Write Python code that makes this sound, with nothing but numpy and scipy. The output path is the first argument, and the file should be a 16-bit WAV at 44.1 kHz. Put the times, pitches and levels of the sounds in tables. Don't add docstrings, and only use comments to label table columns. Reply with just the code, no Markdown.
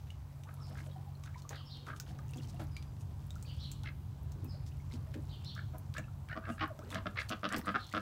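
import sys
import numpy as np
from scipy import signal
from scipy.io import wavfile
from scipy.ndimage import uniform_filter1d

SR = 44100
rng = np.random.default_rng(int(sys.argv[2]) if len(sys.argv) > 2 else 0)


def to_linear_factor(level_db):
    exponent = np.asarray(level_db, float) / 20
    return 10 ** exponent


def unload_audio(sound):
    columns = np.transpose(np.atleast_2d(sound))
    steps = np.round(np.clip(columns, -1, 1) * 32767)
    wavfile.write(sys.argv[1], SR, steps.astype(np.int16))


N = 353232
TIME = np.arange(N) / SR
BILL_TICK_HZ = 5740

# time in seconds, pump level in dB, town rumble in dB.
LOAD_AND_TRAFFIC = [(0.0, -56, -45), (0.87, -48.5, -48.5), (1.76, -53, -48), (2.47, -49, -41),
                    (6.16, -52, -41.5), (8.01, -73, -49)]


def unit(x):
    return x / np.sqrt(np.mean(x ** 2))


def ring(x, hz, width):
    return signal.lfilter(*signal.iirpeak(hz, hz / width, fs=SR), x)


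def add(out, s, sound):
    i = int(s * SR)
    out[i:i + len(sound)] += sound[:N - i]


def walk(rate):
    hold = int(SR / rate)
    steps = np.repeat(rng.standard_normal(N // hold + 1), hold)
    return 1.401 * uniform_filter1d(uniform_filter1d(steps, hold), hold)[:N]


def echo(x, t60, gap_s, dull_hz):
    t = np.arange(int(.6 * SR)) / SR
    tail = rng.standard_normal(len(t)) * 1000 ** (-t / t60) * (t > gap_s)
    tail = signal.lfilter(*signal.butter(1, dull_hz, fs=SR), tail)
    return signal.fftconvolve(x, tail / np.sqrt(np.sum(tail ** 2)))[:N]


def grain(hz, t60, glide):
    t = np.arange(int(t60 * SR) + 8) / SR
    return np.sin(2 * np.pi * hz * t * (1 + glide * t / t60)) * 1000 ** (-t / t60)


def bubbles(count, low_hz, span, cycles, uneven, glide):
    out = np.zeros(N)
    for when, pitch, size in rng.random((count, 3)):
        hz = low_hz * span ** pitch
        add(out, when * N / SR, grain(hz, cycles / hz, glide) * (1.06 - size) ** -uneven)
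    return unit(out)


def click(db, hz, low_db):
    t = np.arange(int(.06 * SR)) / SR
    tail = 0.1 * np.minimum(t / 0.0033, 1) * 1000 ** (-t / 0.09)
    crack = rng.standard_normal(len(t)) * (1000 ** (-t / 0.005) + tail) * np.minimum(t / 0.00064, 1)
    tick = 0.8 * ring(crack, hz, 0.23 * hz)
    sparkle = 0.22 * ring(crack, 15500, 6200)
    clack = 3.37 * to_linear_factor(low_db) * ring(crack, 3300, 2060)
    return to_linear_factor(db) * (tick + sparkle + clack)


def syrinx(length, hz, peak, spread, jitter, scatter_db):
    chance = rng.standard_normal((16, 2))
    starts = np.cumsum((1 + jitter * chance[:, 0]) / hz)
    starts = starts - starts[0]
    keep = starts < length
    swell = np.exp(-((starts[keep] / length - peak) / spread) ** 2)
    swell[-1] *= to_linear_factor(-8.5)
    return starts[keep], swell * to_linear_factor(scatter_db * chance[keep, 1])


def puff(snap, breath, push_s, top_hz):
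    air = np.zeros(2200)
    hiss = np.hanning(int(push_s * SR))
    air[:len(hiss)] = breath * hiss * rng.standard_normal(len(hiss))
    air[0] += snap
    return signal.sosfilt(signal.butter(6, top_hz, fs=SR, output="sos"), air)


def tract(x, modes, scale):
    out = 0
    for k, (hz, width, db) in enumerate(modes):
        out = out + (-1) ** k * to_linear_factor(db) / np.sqrt(width) * ring(x, hz * scale, width)
    return out


def call(db, length, parts):
    throat, rest = np.zeros((2, int((length + .06) * SR)))
    for at, throat_puff, rest_puff in parts:
        add(throat, at, throat_puff)
        add(rest, at, rest_puff)
    both = throat + rest
    nose = 0.13 * ring(both, 820, 50)
    return (both - nose) * to_linear_factor(db - 0.5) / np.std(throat[:int(length * SR)])


def slide(x):
    slide_s = 0.01215
    speed = 1 + .08 * np.clip(2 * TIME[:len(x)] / slide_s - 1, -1, 1)
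    return np.interp(np.cumsum(speed), np.arange(len(x)), x)


def pump():
    # multiple of the turning rate, level in dB, share of the load swing.
    orders = [(2, -51.5, 0.14), (3, -55, 1.16), (4, -70.5, 1.03), (6, -76, 0.53)]
    s, load_db, _ = np.transpose(LOAD_AND_TRAFFIC)
    load = np.interp(TIME, s, load_db - np.mean(load_db))
    pump_hz = 46.34
    turn = 2 * np.pi * np.cumsum(pump_hz * (1 + 0.00279 * walk(1.52))) / SR
    out = np.zeros(N)
    for k, db, share in orders:
        out += to_linear_factor(db + 1.5 * walk(2) + share * load) * np.sqrt(2) * np.sin(k * turn + k)
    return out


def town():
    # frequency in Hz, density in dB per Hz.
    rumble = [(25, -25), (70, 5), (123, 2), (153, -13.5), (190, -16), (326, -21.5), (489, -29.5)]
    # frequency in Hz, density in dB per Hz.
    hiss = [(695, -22.5), (936, -23.5), (1940, -38.5), (6380, -42.5), (9000, -44.5), (10600, -54),
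            (12900, -41.5), (16000, -46)]
    s, _, rumble_db = np.transpose(LOAD_AND_TRAFFIC)
    traffic = np.interp(TIME, s, rumble_db - np.mean(rumble_db))
    colour_hz, colour_db = np.transpose(rumble + hiss)
    out = np.zeros(N)
    for hz in 30 * 2 ** np.arange(0, 9.1, 1 / 3):
        band = unit(ring(ring(rng.standard_normal(N), hz, hz / 3.37), hz, hz / 2.8))
        bass_share = np.clip(1.3 - hz / 500, 0, 1)
        swell = traffic * bass_share + 1.3 * walk(7.9)
        density_db = np.interp(np.log(hz), np.log(colour_hz), colour_db)
        out += band * to_linear_factor(density_db + 10 * np.log10(hz) + swell)
    return unit(out) * to_linear_factor(-46)


def surface_fizz():
    # time in seconds, level in dB.
    stirring = [(0.0, -71.5), (0.38, -82), (0.71, -65), (1.05, -76.5), (2.32, -73), (2.45, -71),
                (2.99, -76.5), (3.59, -67), (3.92, -79.5), (5.26, -71), (6.24, -79.5), (8.01, -63.5)]
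    fizz = bubbles(count=3000, low_hz=2600, span=5.8, cycles=5, uneven=.36, glide=.06)
    return fizz * to_linear_factor(np.interp(TIME, *np.transpose(stirring)) - 1.7)


def ringing_drops():
    # start in seconds, peak in dB, bubble pitch in Hz.
    drops = [(0.1034, -45, 2870), (0.914, -53.5, 3740), (0.9684, -63, 3020), (1.1527, -54.5, 4170),
             (1.3443, -53, 2230), (1.421, -52.5, 4240), (2.0896, -54, 3039), (2.2957, -57, 2740),
             (2.336, -47.5, 2670), (2.3444, -51, 4730), (2.3805, -50.5, 3300), (2.4, -51, 2810),
             (2.4333, -49, 4300), (2.445, -54, 3090), (2.5671, -58, 2760), (2.7663, -40.5, 2300),
             (3.3064, -43.5, 3680), (3.4498, -55.5, 2460), (3.714, -55, 3833), (4.801, -57, 2160),
             (4.9132, -57, 2100), (5.4191, -58, 2702), (6.041, -51.5, 2620), (6.2886, -52, 2280),
             (6.5206, -52, 2866), (6.917, -42, 3480), (7.289, -41, 4447), (7.49, -43, 4564),
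             (7.9158, -51, 1950)]
    out = np.zeros(N)
    for s, db, hz in drops:
        add(out, s, to_linear_factor(db - 16) * grain(1.37 * hz, 9 / hz, glide=0))
        add(out, s, to_linear_factor(db) * grain(hz, 82 / hz, glide=0.055))
    return out


def bill_clicks():
    # time in seconds, tick peak in dB, clack over tick in dB.
    snaps = [(0.105, -43.5, -4), (0.4364, -38, -9), (1.2375, -47, 5.5), (1.26, -40, -6), (1.5574, -50.5, 7),
             (1.771, -52, 4), (1.867, -39.5, -3), (1.9637, -43, -2.5), (2.09, -49, -5), (2.188, -42.5, -6),
             (2.3356, -38, -8), (2.4862, -41, -12), (2.7668, -43, 6), (2.826, -53.5, 8.5), (3.009, -44, -9),
             (3.8345, -52, 11.5), (4.6646, -38, -14), (4.938, -41, -1), (5.142, -51, 7), (5.447, -49, 7),
             (5.5508, -31, -22), (5.9401, -48, 10.5), (5.9703, -42, 2), (6.2883, -54, 7),
             (6.9043, -29.5, -10.5), (6.9455, -42, 10.5), (7.198, -44.5, 4), (7.2942, -24, -9),
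             (7.4897, -43, 8), (7.9266, -41, 3)]
    out = np.zeros(N)
    for s, db, low_db in snaps:
        add(out, s - .0004, click(db, BILL_TICK_HZ, low_db))
    return out


def gurgle():
    # crest time in seconds, crest level in dB, rise in seconds, fall in seconds.
    waves = [
        (.736, -66.5, 0.33, 0.52),
        (2.55, -64.5, 1.6, 0.24),
        (4.426, -68.5, 0.092, 0.47),
        (4.938, -67, 0.092, 0.48),
        (6.86, -59, 0.085, 0.4),
        (7.585, -45.5, 0.093, 0.079),
    ]
    range_db = 19.5
    slosh = np.zeros(N)
    for s, db, rise, fall in waves:
        away = np.maximum((s - TIME) / rise, (TIME - s) / fall)
        slosh += to_linear_factor(db - range_db * away ** 2)
    deep = bubbles(count=900, low_hz=193.6, span=5.13, cycles=23.3, uneven=0.17, glide=0.1)
    patter = bubbles(count=1300, low_hz=800, span=6.5, cycles=22, uneven=.42, glide=.12)
    return (to_linear_factor(1.5) * deep + to_linear_factor(-8) * patter) * uniform_filter1d(slosh, size=900)


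def gulps():
    # start in seconds, peak in dB, pitch in Hz.
    big_bubbles = [(0.454, -51, 850), (0.879, -51.5, 530), (0.959, -44.5, 746), (1.059, -55, 780),
                   (1.234, -52, 1124), (1.356, -42.5, 960), (1.45, -44.5, 1126), (2, -44, 1434),
                   (2.098, -62, 770), (2.191, -46, 1186), (2.229, -52.5, 817), (2.539, -49, 686),
                   (3.36, -44.5, 1336), (3.833, -51, 836), (5.069, -53, 618.7), (5.142, -48, 548),
                   (6.081, -50, 1304), (6.79, -48, 574.6), (6.815, -62, 1400)]
    out = np.zeros(N)
    for s, db, hz in big_bubbles:
        t60 = min(0.11 * (800 / hz) ** 2, .15)
        gulp = grain(hz, t60, glide=0.126)
        swell = np.minimum(TIME[:len(gulp)] / (0.04 * t60), 1)
        add(out, s, to_linear_factor(db - 0.5) * gulp * swell)
    return out


def rasping_duck():
    # start in seconds, length in seconds, level in dB, mouth scale, brightness in dB.
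    rasps = [(0.466, 0.046, -58, 0.89, -10), (0.567, 0.074, -62.5, 0.74, -15),
             (0.749, 0.063, -57.5, 0.94, 0), (1.251, 0.044, -59, 0.93, -1.5),
             (1.507, 0.065, -56, 0.89, -0.5), (1.863, 0.079, -48, 0.9, -10.5),
             (3.835, 0.06, -55.5, 0.92, 3.5), (5.555, 0.044, -49, 0.96, -11),
             (5.944, 0.05, -45.5, 0.96, -5), (6.291, 0.053, -46, 1.02, -6.5),
             (6.417, 0.0613, -52, 0.93, -8.5), (6.573, 0.072, -48, 1.02, 1.5),
             (6.904, 0.09, -51.5, 0.75, 3.5), (7.152, 0.074, -45, 0.92, 4.5),
             (7.497, 0.069, -43.5, 1.13, -8), (7.639, 0.068, -51.5, 0.88, -4)]
    # frequency in Hz, width in Hz, level in dB.
    throat_modes = [(1280, 90, -1), (1620, 90, 0), (630, 100, -12)]
    # frequency in Hz, width in Hz, level in dB.
    bill_modes = [(2100, 140, -7), (2600, 120, -10.5), (4500, 5200, -5)]
    out = np.zeros(N)
    for s, length, db, mouth, bright_db in rasps:
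        parts = []
        hz = 62.02 + 1.1 * s
        for at, size in zip(*syrinx(length, hz, .5, .6, jitter=.03, scatter_db=1.5)):
            air = puff(snap=.28, breath=.25, push_s=.016, top_hz=4200)
            opening = np.sin(np.pi * at / length)
            shape = mouth * (0.923 + 0.13 * opening)
            throat = ring(tract(air, throat_modes, shape), 1370, 4700)
            size /= np.std(throat)
            bill = ring(tract(air, bill_modes, shape), 2100, 7600)
            bill *= (0.87 + opening) * to_linear_factor(bright_db)
            parts.append((at, size * slide(throat), size * slide(bill)))
        add(out, s, call(db, length, parts))
    return out


def gliding_bubbles():
    # start in seconds, length in seconds, peak in dB, first pitch in Hz, last pitch in Hz.
    glides = [(0.714, .045, -56, 600, 900), (0.916, .03, -66.5, 3350, 3260), (0.87, .03, -59, 560, 710),
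              (0.53, 0.018, -60, 1300, 1400), (0.88, 0.035, -75, 3050, 2880), (1.065, .05, -59, 900, 617),
              (1.344, 0.011, -55, 1590, 2420), (2.095, 0.036, -56, 640, 820), (1.6, .025, -56, 1400, 1000),
              (2.6, 0.026, -55, 850, 800), (2.355, .02, -57, 760, 700), (4.45, .025, -67, 2720, 2400),
              (4.54, 0.022, -54, 536, 648), (4.713, 0.019, -65, 2320, 3370),
              (5.068, 0.015, -65, 2100, 1600), (5.745, 0.023, -52, 1020, 960),
              (6.51, 0.038, -60, 2700, 2850), (6.808, 0.039, -54, 899, 1750), (6.7, .03, -43, 690.7, 530),
              (7.917, .016, -54, 1930, 2600)]
    out = np.zeros(N)
    for s, length, db, from_hz, to_hz in glides:
        t = np.arange(int(length * SR)) / SR
        turn = 2 * np.pi * t * (from_hz + (to_hz - from_hz) * t / length / 2)
        add(out, s, to_linear_factor(db) * np.sin(np.pi * (t / length) ** 0.74) * np.sin(turn))
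    return out


def bursting_drops():
    # time in seconds, peak in dB, ring in Hz.
    bursts = [(0.5412, -35.5, 11300), (1.421, -34.5, 6400), (1.4926, -20.5, 6400), (1.9997, -15.5, 6140),
              (2.292, -36, 6400), (2.309, -35, 9050), (2.36, -38, 5670), (2.3725, -30.5, 7060),
              (2.5446, -46, 10900), (2.6165, -44, 14100), (2.64, -41, 11600), (2.6698, -43, 5720),
              (3.267, -42, 11400), (3.306, -30, 7400), (3.3555, -32, 6600), (3.4264, -26.5, 7700),
              (3.716, -20.5, 7300), (4.2318, -43.5, 13900), (4.32, -30.5, 6260), (4.445, -33.5, 14000),
              (5.783, -32, 12700), (5.9817, -22.5, 6800), (6.6782, -40, 12600), (6.791, -35, 5670),
              (7.2288, -36.5, 9905), (7.525, -22, 8300), (7.5636, -15.5, 4970), (7.583, -23, 13500),
              (7.658, -29, 8885), (7.8673, -33, 6320)]
    out = np.zeros(N)
    for s, db, hz in bursts:
        low_db = -25.5 - 29 * np.log2(hz / BILL_TICK_HZ)
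        add(out, s - .0004, click(db, hz, low_db))
    return out


def sparrow_voice(voice, db, hoarse):
    at, hz, shape_db = np.transpose(voice)
    t = np.arange(at[0], at[-1], 1 / SR)
    warble = unit(uniform_filter1d(rng.standard_normal(8820), size=70))[:len(t)]
    pitch = uniform_filter1d(np.interp(t, at, hz), size=500) * (1 + hoarse * warble)
    fade = np.minimum(1, np.minimum(t - at[0], at[-1] - t) / 0.0016)
    level = to_linear_factor(db + np.interp(t, at, shape_db))
    return level * fade * np.sin(2 * np.pi * np.cumsum(pitch) / SR)


def sparrows():
    # seconds after the start, pitch in Hz, level in dB. The second falling chirp is
    falling = [
        [(0, 5370, -3), (.015, 5330, 6.5), (.035, 4750, 5), (.06, 3780, -10)],
    ]
    first = [
        [(0, 3980, 20), (.02, 4620, 16.5), (.06, 4350, 1)],
        [(.015, 3473, 12.5), (.045, 3100, 22), (.09, 2520, -12)],
    ]
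    second = [
        [(0, 4500, -12), (.02, 5400, -8.5), (.04, 5270, -16)],
        [(0, 3100, -7), (.026, 4204, 4), (.038, 4282, 4), (.06, 3241, 2), (.1, 2580, -24)],
    ]
    level = [
        [(0, 5030, -2), (.02, 4930, -5), (.05, 4750, 4)],
    ]
    second_falling = [
        [(0, 5150, -4), (.022, 5170, 7.5), (.036, 4600, 4), (.055, 3830, -6)],
    ]
    # start in seconds, level in dB.
    falling_at = [(0.605, -57), (1.648, -56.5)]
    first_at = [(1.538, -67), (3.455, -67), (5.291, -68), (7.64, -70)]
    second_at = [(1.688, -47.5), (3.585, -44.5), (5.437, -44), (7.774, -49)]
    level_at = [(2.712, -54)]
    second_falling_at = [(4.474, -55)]
    songs = [(falling, falling_at, .025), (first, first_at, .07), (second, second_at, .052),
             (level, level_at, .012), (second_falling, second_falling_at, .012)]
    out = np.zeros(N)
    for chirp, sung, hoarse in songs:
        for s, db in sung:
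            for voice in chirp:
                add(out, s + voice[0][0], sparrow_voice(voice, db, hoarse))
    slap_s = .115
    out += to_linear_factor(-19.5) * np.roll(out, int(slap_s * SR)) * (TIME > slap_s)
    return to_linear_factor(-12) * out + 0.37 * echo(out, t60=.42, gap_s=0.0043, dull_hz=11000)


def clucking_duck():
    # start in seconds, length in seconds, pulse rate in Hz, level in dB, brightness in dB.
    clucks = [(0.702, 0.04, 99.7, -75, -13), (0.865, 0.011, 100, -70, 24), (2.594, 0.039, 102.4, -81, 7),
              (5.736, 0.037, 105.5, -63, -24), (5.983, 0.023, 101.5, -59, -16),
              (6.355, 0.034, 105.5, -45, -6), (6.473, 0.036, 111.1, -44.5, -9),
              (6.609, 0.041, 157.5, -36, -5), (6.79, 0.018, 100.6, -60, -5),
              (6.935, 0.055, 94.6, -48.5, -3), (7.0575, 0.023, 100.7, -40, -2.5),
              (7.303, 0.04, 105.6, -41.5, 2.5), (7.432, 0.05, 99.75, -38.5, 0.5),
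              (7.5153, 0.046, 107, -40.5, 0), (7.67, 0.0407, 98.9, -36.5, -7),
              (7.743, 0.028, 140.5, -31.5, -10), (7.938, 0.057, 104.5, -36.5, -5)]
    swells = [(0.27, .6, 0.97), (0.22, 0.49, 0.99), (0.32, .6, 1.01), (0.5, 0.68, 1), (0.4, 0.71, 0.92),
              (0.63, 0.57, 0.9), (0.64, .65, 0.97), (0.47, 0.5, 0.94), (.3, 0.71, 1.04), (0.46, 0.46, 0.99),
              (0.39, 0.63, 1.012), (0.61, 1, 0.98), (0.31, 0.58, 0.989), (0.65, 0.66, 0.95),
              (.35, 0.41, 0.99), (0.76, 0.59, 1.04), (0.43, 2.24, 1.01)]
    # frequency in Hz, width in Hz, level in dB.
    chest_modes = [(205, 50, .5), (303, 70, -3.5), (400, 70, -12), (650, 80, 0)]
    # frequency in Hz, width in Hz, level in dB.
    throat_modes = [(660, 80, -14), (1250, 140, 0), (1660, 180, -5), (2080, 260, -9)]
    # frequency in Hz, width in Hz, level in dB.
    bill_modes = [(2600, 370, -2.5), (2880, 1070, 1), (3710, 1100, -2), (4730, 2700, -6)]
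    out = np.zeros(N)
    for (s, length, hz, db, bright_db), (peak, spread, scale) in zip(clucks, swells):
        chest_db = -0.5 - 0.61 * (db + 45.5)
        shape = scale + .01 * rng.standard_normal()
        parts = []
        for at, size in zip(*syrinx(length, hz, peak, spread, jitter=.015, scatter_db=1.3)):
            air = size * puff(snap=1, breath=.06, push_s=.0075, top_hz=5100)
            throat = ring(tract(air, throat_modes, shape), 1180, 970)
            shut_db = -10.5 * (at == 0)
            bill = 0.93 * ring(tract(air, bill_modes, shape), 3700, 3300)
            bill *= size ** 0.39 * to_linear_factor(bright_db + shut_db)
            chest = to_linear_factor(chest_db) * tract(air, chest_modes, hz ** .5 / 10)
            parts.append((at, throat, bill + chest))
        add(out, s, call(db, length, parts))
    return out


def landing_droplets():
    # time in seconds, peak in dB, pitch in Hz.
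    landings = [(0.7094, -52, 1750), (0.7544, -45, 1680), (0.8044, -50, 2170), (0.8674, -55, 1640),
                (1.2794, -54, 2090), (1.3818, -50, 5600), (1.3994, -57, 4430), (2.0667, -49, 3120),
                (2.0714, -49, 1560), (2.1094, -49, 1680), (2.1904, -42, 1510), (2.2608, -61, 1970),
                (2.2827, -49, 6420), (2.3164, -57, 2750), (2.3844, -48, 3280), (2.3914, -50, 3310),
                (2.4094, -52, 1870), (2.4234, -48, 4260), (2.4494, -53, 2870), (2.4738, -46, 5580),
                (2.4994, -43, 5490), (2.5744, -61, 1540), (2.6174, -47, 1500), (4.4494, -57, 2445),
                (4.6794, -59, 1800), (4.8194, -71.5, 1540), (4.9132, -52, 2100), (4.9227, -41.5, 3900),
                (4.9594, -53, 4480), (5.0674, -56, 1540), (5.1422, -39.5, 1680), (5.1544, -51, 1750),
                (6.2864, -44, 1720), (6.562, -54, 1680), (6.6594, -32, 1639), (6.9264, -39, 2280),
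                (7.1354, -59, 1490), (7.7174, -40, 1640), (7.8924, -41, 3900)]
    out = np.zeros(N)
    for s, db, hz in landings:
        add(out, s, to_linear_factor(db) * grain(hz, 15 / hz, glide=.05))
    return out


def thrown_water():
    # start in seconds, length in seconds, level in dB, centre in Hz.
    sprays = [(0.761, 0.1, -67, 5970), (0.85, 0.04, -65.5, 8000), (1.232, 0.045, -67, 5990),
              (1.377, 0.037, -61.5, 4900), (1.484, 0.044, -71, 6880), (1.958, 0.034, -63, 7000),
              (2.07, 0.077, -64, 4530), (2.356, 0.066, -68, 6000), (2.415, 0.057, -63.5, 5400),
              (2.483, 0.042, -59.5, 5630), (2.606, 0.033, -68, 4000), (2.998, 0.043, -65, 7000),
              (4.663, 0.041, -62, 5100), (4.912, 0.076, -62.5, 4440), (5.138, 0.022, -56.5, 2270),
              (6.485, 0.11, -64.5, 7900), (6.842, 0.081, -67, 1505), (6.895, 0.066, -61, 7800),
              (7.193, 0.043, -56, 4540), (7.287, 0.025, -52.5, 7880), (7.563, 0.049, -56, 8000)]
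    out = np.zeros(N)
    for s, length, db, hz in sprays:
        ticks = to_linear_factor(np.repeat(np.clip(5 * rng.standard_normal(500), -15, 9), 14))
        drops = unit(ring(ticks * rng.standard_normal(7000), hz, 0.49 * hz))
        cloud = np.hanning(int(min(length, .11) * 1.28 * SR))
        add(out, s - 0.28 * length, to_linear_factor(db) * cloud * drops[:len(cloud)])
    return out


def tray_thumps():
    # time in seconds, peak in dB, boom in Hz, knock in dB.
    blows = [
        (1.504, -54.5, 266, 4),
        (1.877, -49, 278, -7.5),
        (2.08, -46.5, 202, -20),
        (2.358, -42.5, 254, -26),
        (2.595, -43, 323, -8.5),
        (4.357, -49.5, 317, -36),
        (4.432, -43, 260, -26),
        (4.933, -40.5, 228, -32),
        (5.154, -37.5, 278, -44),
    ]
    out = np.zeros(N)
    t = np.arange(int(.06 * SR)) / SR
    for s, db, hz, knock_db in blows:
        blow = rng.standard_normal(len(t)) * np.minimum(t / 0.00097, 1) * 1000 ** (-t / 0.21)
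        boom = ring(ring(blow, hz, 104), hz, 290)
        knock = 1.01 * to_linear_factor(knock_db) * ring(blow, 570, 440)
        add(out, s, to_linear_factor(db) / np.max(abs(boom)) * (boom + knock))
    return out


def scene():
    ducks = rasping_duck() + clucking_duck()
    water = surface_fizz() + gurgle() + gulps() + gliding_bubbles() + thrown_water()
    drops = ringing_drops() + bursting_drops() + landing_droplets()
    near = ducks + water + drops + bill_clicks() + tray_thumps()
    yard = to_linear_factor(-14.5) * echo(near, t60=0.2, gap_s=0.00583, dull_hz=2640)
    return (near + yard + sparrows() + pump() + town())[None]


def band_limit(x):
    return signal.sosfilt(signal.butter(12, 16490, fs=SR, output="sos"), x)


def record(dry):
    top = signal.ellip(6, .5, 26, 15750, fs=SR, output="sos")
    return band_limit(signal.sosfilt(top, dry))


dry = scene()
out = record(dry)
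unload_audio(out)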